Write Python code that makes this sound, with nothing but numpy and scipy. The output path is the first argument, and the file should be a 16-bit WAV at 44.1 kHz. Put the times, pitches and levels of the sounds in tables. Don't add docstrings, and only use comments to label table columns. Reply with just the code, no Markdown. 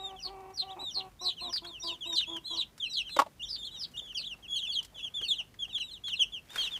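import sys
import numpy as np
from scipy import signal
from scipy.fft import rfft, irfft
from scipy.io import wavfile
from scipy.ndimage import uniform_filter1d

SR = 44100
rng = np.random.default_rng(int(sys.argv[2]) if len(sys.argv) > 2 else 0)


def generate_wav(signal):
    frames = np.transpose(np.atleast_2d(signal))
    scaled = np.clip(frames, -1, 1) * 32767
    pcm = np.round(scaled).astype(np.int16)
    wavfile.write(sys.argv[1], SR, pcm)


N = 299439
TIME = np.arange(N) / SR

# (frequency [Hz], gain [dB])
AIR_SPECTRUM = [(25, -42.5), (48, 5.5), (62, -5.5), (170, -6.5), (400, -15.5), (2000, -26.5),
                (15000, -34.5)]
# (time [s], level [dB])
SCRATCH_ENVELOPE = [(6.42, -74.5), (6.535, -49.5), (6.575, -44), (6.61, -48.5), (6.7, -54)]
# (time [s], resonance [Hz], peak level [dB])
TROUGH_KNOCKS = [(4.017, 582.5, -49.5), (4.924, 654, -55.5), (5.052, 657, -53.5), (5.211, 431, -47),
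                 (5.398, 807, -50), (5.68, 789, -52.5), (6.19, 536, -50)]
# (time [s], knock peak [dB], tick peak [dB])
TAPS_AND_SCRAPES = [(1.528, -41, -50), (1.558, -41, -58), (1.648, -41, -78.5), (2.127, -38.5, -71.5),
                    (2.208, -41, -58), (2.365, -40, -46), (2.779, -44, -44), (3.093, -43, -52),
                    (4.829, -60, -40), (4.848, -60, -39), (5.215, -41, -50), (5.541, -47, -71.5),
                    (5.782, -42, -52), (6.082, -38, -48), (6.558, -26, -50)]

# (start [s], length [s], roughness [0-1])
CROON_NOTES = [(-.04, 0.2154, 0.12), (0.23, 0.3152, 0.19), (0.611, 0.143, 0.07), (0.755, 0.0887, 0.45),
               (0.952, 0.1414, 0.22), (1.205, 0.095, .2), (1.406, 0.1052, 0.29), (1.614, 0.1036, 0.09),
               (1.826, 0.1172, 0.16), (2.05, 0.1117, 0.12), (2.27, 0.12, .2), (2.498, 0.106, 0.27)]
# (time [s], pitch [Hz])
CROON_PITCH = [(.9, 383.8), (1.45, 349.1), (2.25, 332)]
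# (frequency [Hz], gain [dB])
SHUT_BEAK_RESPONSE = [(335, 4.5), (390, -5.5), (670, -1.5), (770, 3.5), (1030, 5), (1170, -9), (1600, -25),
                      (2600, -17), (3300, -32)]
# (frequency [Hz], gain [dB])
CROON_RASP_SPECTRUM = [(200, 0.5), (350, -32.5), (1050, 23.5), (1400, -22.5), (2600, 5), (4000, -52.5)]
# (start [s], length [s], level [dB], throat size [ratio], rasp re voice [dB])
CLUCK_BURSTS = [(3.163, 0.0111, -32, 1.79, -3.5), (3.187, 0.02025, -18.5, 0.9494, -10),
                (3.215, 0.0111, -26.5, 0.984, -13.5), (3.26, 0.01505, -46.5, 1.397, -11.5)]
# (frequency [Hz], bandwidth [Hz], gain [dB])
OPEN_BEAK_FORMANTS = [(560, 65, -11), (935.6, 160, 5), (1117, 233, 0)]
# (frequency [Hz], gain [dB])
CLUCK_RASP_SPECTRUM = [(150, -22.5), (300, 3.5), (1600, -.5), (4100, -6), (5000, -10), (15000, -23.5)]

# (start [s], length [s], pitch at the knee of the plunge [Hz], base level [dB])
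FALLING_PEEPS = [(0.187, 0.0998, 4758, -40.5), (0.532, 0.1045, 4332, -39), (0.901, 0.1133, 4373, -36.5),
                 (1.206, 0.1042, 4274, -34.5), (1.486, 0.1036, 4915, -35.5), (1.79, 0.111, 4848, -39.5),
                 (2.12, 0.0942, 4148, -31.5), (2.529, 0.1004, 4089, -32.5), (2.891, 0.114, 4263, -34.5),
                 (3.439, 0.1356, 4926, -41.5), (3.759, 0.0934, 5167, -41), (4.133, 0.1027, 4553, -40.5)]
# (start [s], length [s], top pitch [Hz], base level [dB])
ARCHED_PIPS = [(-.015, .135, 3889, -47), (0.788, 0.1372, 4030, -39), (1.188, 0.1569, 4055, -42),
               (1.391, 0.124, 4277, -39.5), (1.815, 0.154, 4001, -42.5), (2.044, 0.1538, 3899, -37),
               (2.255, 0.1381, 3409, -39.5), (2.437, 0.1524, 4212, -41.5), (2.461, 0.111, 3491, -40.5),
               (2.836, 0.155, 4197, -44.5), (3.084, 0.132, 4270, -44.5), (3.556, 0.1495, 3687, -45),
               (3.703, 0.1256, 4012, -50.5), (3.991, 0.1044, 3594, -51.5), (4.476, 0.098, 3406, -41),
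               (4.525, .07, 3480, -34.5), (4.553, 0.0793, 4447, -40), (4.667, 0.0724, 3554, -37.5),
               (4.712, 0.0843, 4617, -40.5), (4.751, 0.059, 3354, -33), (5.025, 0.0614, 3416, -39.5),
               (5.137, 0.081, 3600, -35), (5.233, 0.1207, 4645, -42.5), (5.28, 0.07, 3784, -31.5),
               (5.331, 0.0754, 4171, -48), (5.588, 0.0713, 3480, -36.5), (5.727, 0.061, 3684, -33),
               (5.754, 0.1745, 4106, -48), (5.907, 0.0769, 4257, -44), (6.036, 0.0747, 3455, -37),
               (6.065, 0.0735, 4370, -45.5), (6.152, 0.055, 4255, -43), (6.192, 0.0468, 3393, -25.5),
               (6.483, 0.199, 3704, -48.5), (6.575, 0.065, 3312, -33.5), (6.589, 0.1032, 4489, -39.5),
               (6.704, 0.0746, 3678, -39)]
# (start [s], length [s], base level [dB])
SLIDING_PIPS = [(0.159, 0.062, -50), (1.365, 0.0468, -45), (1.692, 0.1031, -48), (1.867, 0.0622, -39.5),
                (2.006, 0.0653, -37), (2.212, 0.0366, -36.5), (2.797, 0.0824, -36), (2.964, 0.06, -33.5),
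                (3.058, 0.048, -43), (4.074, 0.0665, -48.5), (4.145, 0.054, -36), (4.269, 0.0773, -42),
                (4.424, 0.0481, -51), (4.614, 0.065, -38), (4.941, 0.073, -47.5), (5.209, 0.0644, -37),
                (5.381, 0.036, -34), (5.68, .05, -48.5), (5.797, 0.0374, -34), (6.117, 0.0351, -36),
                (6.319, 0.0736, -41), (6.622, 0.0663, -36.5)]
# (start [s], top pitch [Hz], base level [dB])
HOOKED_PIPS = [(.668, 3878, -47.5), (1.63, 4415, -47.5), (3.392, 3734, -41.5), (3.448, 4170, -50.5),
               (3.61, 4386, -44.5), (3.935, 3793, -41), (4.213, 3976, -40)]
HOOK_CONTOUR = [(0, .79), (.38, 0.733), (.72, 1.02), (1, .78)]
REST_HZ = 2554.2


def undb(db):
    return 10 ** (np.asarray(db) / 20)


def unit(x):
    return x / np.sqrt(np.mean(x ** 2))


def add(track, start_s, sound):
    i = int(start_s * SR)
    sound, i = sound[max(-i, 0):], max(i, 0)
    track[i:i + len(sound)] += sound[:N - i]


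def gain_at(hz, spectrum):
    knots_hz, db = np.transpose(spectrum)
    return undb(np.interp(np.log(hz + 1), np.log(knots_hz), db))


def colour(x, spectrum):
    return irfft(rfft(x) * gain_at(np.fft.rfftfreq(len(x), 1 / SR), spectrum), len(x))


def ring(x, hz, width_hz):
    return signal.lfilter(*signal.iirpeak(hz, hz / width_hz, fs=SR), x)


def wander(n, rate_hz):
    at = np.arange(n) * rate_hz / SR
    points = int(at[-1]) + 2
    return np.interp(at, np.arange(points), rng.standard_normal(points))


def decaying_noise(n, t60):
    return rng.standard_normal(n) * undb(-60 * TIME[:n] / t60)


def progress(length):
    return np.linspace(0, 1, int(length * SR))


def glide(u, knots, values):
    return uniform_filter1d(np.interp(u, knots, values), len(u) // 7, mode="nearest")


def fade(u, rise, fall):
    return np.sin(np.pi / 2 * np.clip(np.minimum(u / rise, (1 - u) / fall), 0, 1)) ** 2


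def yard(x, wet_db, t60, reflections=7):
    n = SR // 2
    echoes = unit(decaying_noise(n, t60)) / np.sqrt(n)
    lags_s = rng.uniform(.0012, .016, reflections)
    echoes[(lags_s * SR).astype(int)] += 1.018 * rng.choice([-1, 1], reflections)
    return signal.fftconvolve(x, signal.unit_impulse(n) + undb(wet_db) * echoes)


def air():
    return unit(colour(rng.standard_normal(N), AIR_SPECTRUM)) * undb(-60 + wander(N, 5.056))


def scratching():
    grains = rng.standard_normal(N) * undb(4.42 * wander(N, 350))
    grit = colour(grains, [(100, -4.5), (1800, 3.5), (3000, 1.5), (15000, -14)])
    return unit(grit) * undb(np.interp(TIME, *np.transpose(SCRATCH_ENVELOPE)))


def trough(faint_count=16):
    out = np.zeros(N)
    faint = rng.uniform([3.5, 500, -62], [N / SR, 1100, -50], (faint_count, 3))
    for start, hz, db in [*TROUGH_KNOCKS, *faint]:
        knock = ring(decaying_noise(SR // 10, t60=.122), hz, width_hz=hz / 2.53)
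        add(out, start, undb(db) * knock / abs(knock).max())
    return out


def taps_and_scrapes(faint_count=45):
    out = np.zeros(N)
    faint = rng.uniform([0, -64, -66], [N / SR, -51, -51], (faint_count, 3))
    for start, knock_db, tick_db in [*TAPS_AND_SCRAPES, *faint]:
        contact = decaying_noise(SR // 10, t60=.055)
        knock = ring(contact, rng.uniform(1600, 1700), width_hz=1000)
        tick = ring(contact, 4670, width_hz=4000)
        add(out, start, undb(knock_db) * knock / abs(knock).max() + undb(tick_db) * tick / abs(tick).max())
    return out


def croon(base_db=-50, rasp_db=10.5):
    out = np.zeros(N)
    for start, length, rough in CROON_NOTES:
        u = progress(length)
        pitch_hz = np.interp(start, *np.transpose(CROON_PITCH))
        jitter = 1 + .16 * rough * wander(len(u), 300)
        hz = pitch_hz * glide(u, [0, .25, 1], [.92, 1.015, .985]) * jitter
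        phase = 2 * np.pi * np.cumsum(hz) / SR
        harmonics = sum(gain_at(k * hz, SHUT_BEAK_RESPONSE) * np.sin(k * phase) for k in range(1, 9))
        shimmer = undb(2 * wander(len(u), 500))
        voice = unit(harmonics * (1 + rough * np.cos(phase / 2)) * shimmer)
        rasp = unit(colour(rng.standard_normal(len(u)), CROON_RASP_SPECTRUM)) * rough ** 2 * undb(rasp_db)
        note = (voice + rasp) * fade(u, .1378, .126) * undb(base_db)
        add(out, start, yard(note, wet_db=-11, t60=.388))
    return out


def sharp_cluck(pulse_hz=291):
    out = np.zeros(N)
    for start, length, db, throat_size, rasp_db in CLUCK_BURSTS:
        u = TIME[:SR // 10] / length
        push = fade(u, .222, .316)
        cycles = np.floor(np.cumsum(pulse_hz * (1 + .063 * wander(len(u), 300))) / SR)
        pulses = unit(np.diff(cycles, prepend=0) * push)
        hiss = unit(rng.standard_normal(len(u)) * push)
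        voice = sum((-1) ** k * undb(formant_db) * ring(pulses + hiss / 2, hz / throat_size, width_hz)
                    for k, (hz, width_hz, formant_db) in enumerate(OPEN_BEAK_FORMANTS))
        rasp = colour(hiss + pulses, CLUCK_RASP_SPECTRUM)
        burst = (unit(voice) + undb(rasp_db) * unit(rasp)) / np.sqrt(u[-1])
        add(out, start, yard(burst * undb(db), wet_db=-20, t60=.141))
    return out


def syrinx(hz, overtone_db, jitter):
    phase = 2 * np.pi * np.cumsum(hz * (1 + jitter * wander(len(hz), 257.64))) / SR
    strain_db = overtone_db + 3 * wander(len(hz), 24.07)
    overtones = sum(undb(strain_db - 10.54 * (k - 2.5)) * np.sin(k * phase) * (k * hz < SR / 2)
                    for k in range(2, 5))
    shimmer = undb(3.22 * wander(len(hz), 89.58))
    return (np.sin(phase) + overtones) * shimmer


def arch(u, length, top_hz):
    height_hz = top_hz - REST_HZ
    onset_hz = top_hz - height_hz * 2.3 * length
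    sag_share = min(height_hz / length / 37000, .7)
    late_hz = top_hz - height_hz * sag_share
    last_hz = late_hz * (REST_HZ / late_hz) ** .715
    scoop_share = min(.03 / length, .2)
    return glide(u, [0, scoop_share, .75, 1], [onset_hz, top_hz, late_hz, last_hz])


def pip(u, hz, db):
    swell = fade(u, .0934, .0515) * undb(7.63 * (np.sin(np.pi * u) - .5))
    return yard(syrinx(hz, overtone_db=-26, jitter=.008) * swell * undb(db), wet_db=-18.5, t60=.271)


def far_chicks(count=32):
    out = np.zeros(N)
    near_starts = [call[0] for call in ARCHED_PIPS + SLIDING_PIPS]
    answers = rng.uniform([0, .01, .05, 3100, -59.5], [len(near_starts), .06, .12, 4000, -49], (count, 5))
    for call, delay, length, top_hz, db in answers:
        u = progress(length)
        add(out, near_starts[int(call)] + delay, pip(u, arch(u, length, top_hz), db))
    return out


def lone_chick(sag_share=.083, end_hz=2731):
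    out = np.zeros(N)
    for start, length, knee_hz, db in FALLING_PEEPS:
        u = progress(length)
        sweep_hz = glide(u, [0, .25, .47, .8, 1], [5500, 5950, knee_hz, knee_hz * (1 - sag_share), end_hz])
        fray = 1 + .05 * u * wander(len(u), 1800)
        effort_db = np.interp(u, [.37, .41, .8, 1], [-11, 1, 6, -7])
        call = syrinx(sweep_hz * fray, overtone_db=-32.5, jitter=.01204) * fade(u, .137, .0097)
        add(out, start, yard(call * undb(db + effort_db), wet_db=-10.5, t60=.17))
    return out


def twitter(hook_s=.068, hook_swell_db=12.5):
    out = np.zeros(N)
    for start, length, top_hz, db in ARCHED_PIPS:
        u = progress(length)
        add(out, start, pip(u, arch(u, length, top_hz), db))
    for start, length, db in SLIDING_PIPS:
        u = progress(length)
        onset_hz = 3055 + 7600 * length
        add(out, start, pip(u, onset_hz + (REST_HZ - onset_hz) * u, db))
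    for start, top_hz, db in HOOKED_PIPS:
        u = progress(hook_s)
        hz = top_hz * glide(u, *np.transpose(HOOK_CONTOUR))
        add(out, start, pip(u, hz, db + hook_swell_db * (u - .5)))
    return out


def scene():
    chicks = twitter() + lone_chick() + far_chicks()
    hen = croon() + sharp_cluck()
    return (chicks + hen + taps_and_scrapes() + trough() + scratching() + air())[None]


def record(dry):
    return signal.sosfilt(signal.ellip(10, .2, 70, 15500, fs=SR, output="sos"), dry)


dry = scene()
out = record(dry)
generate_wav(out)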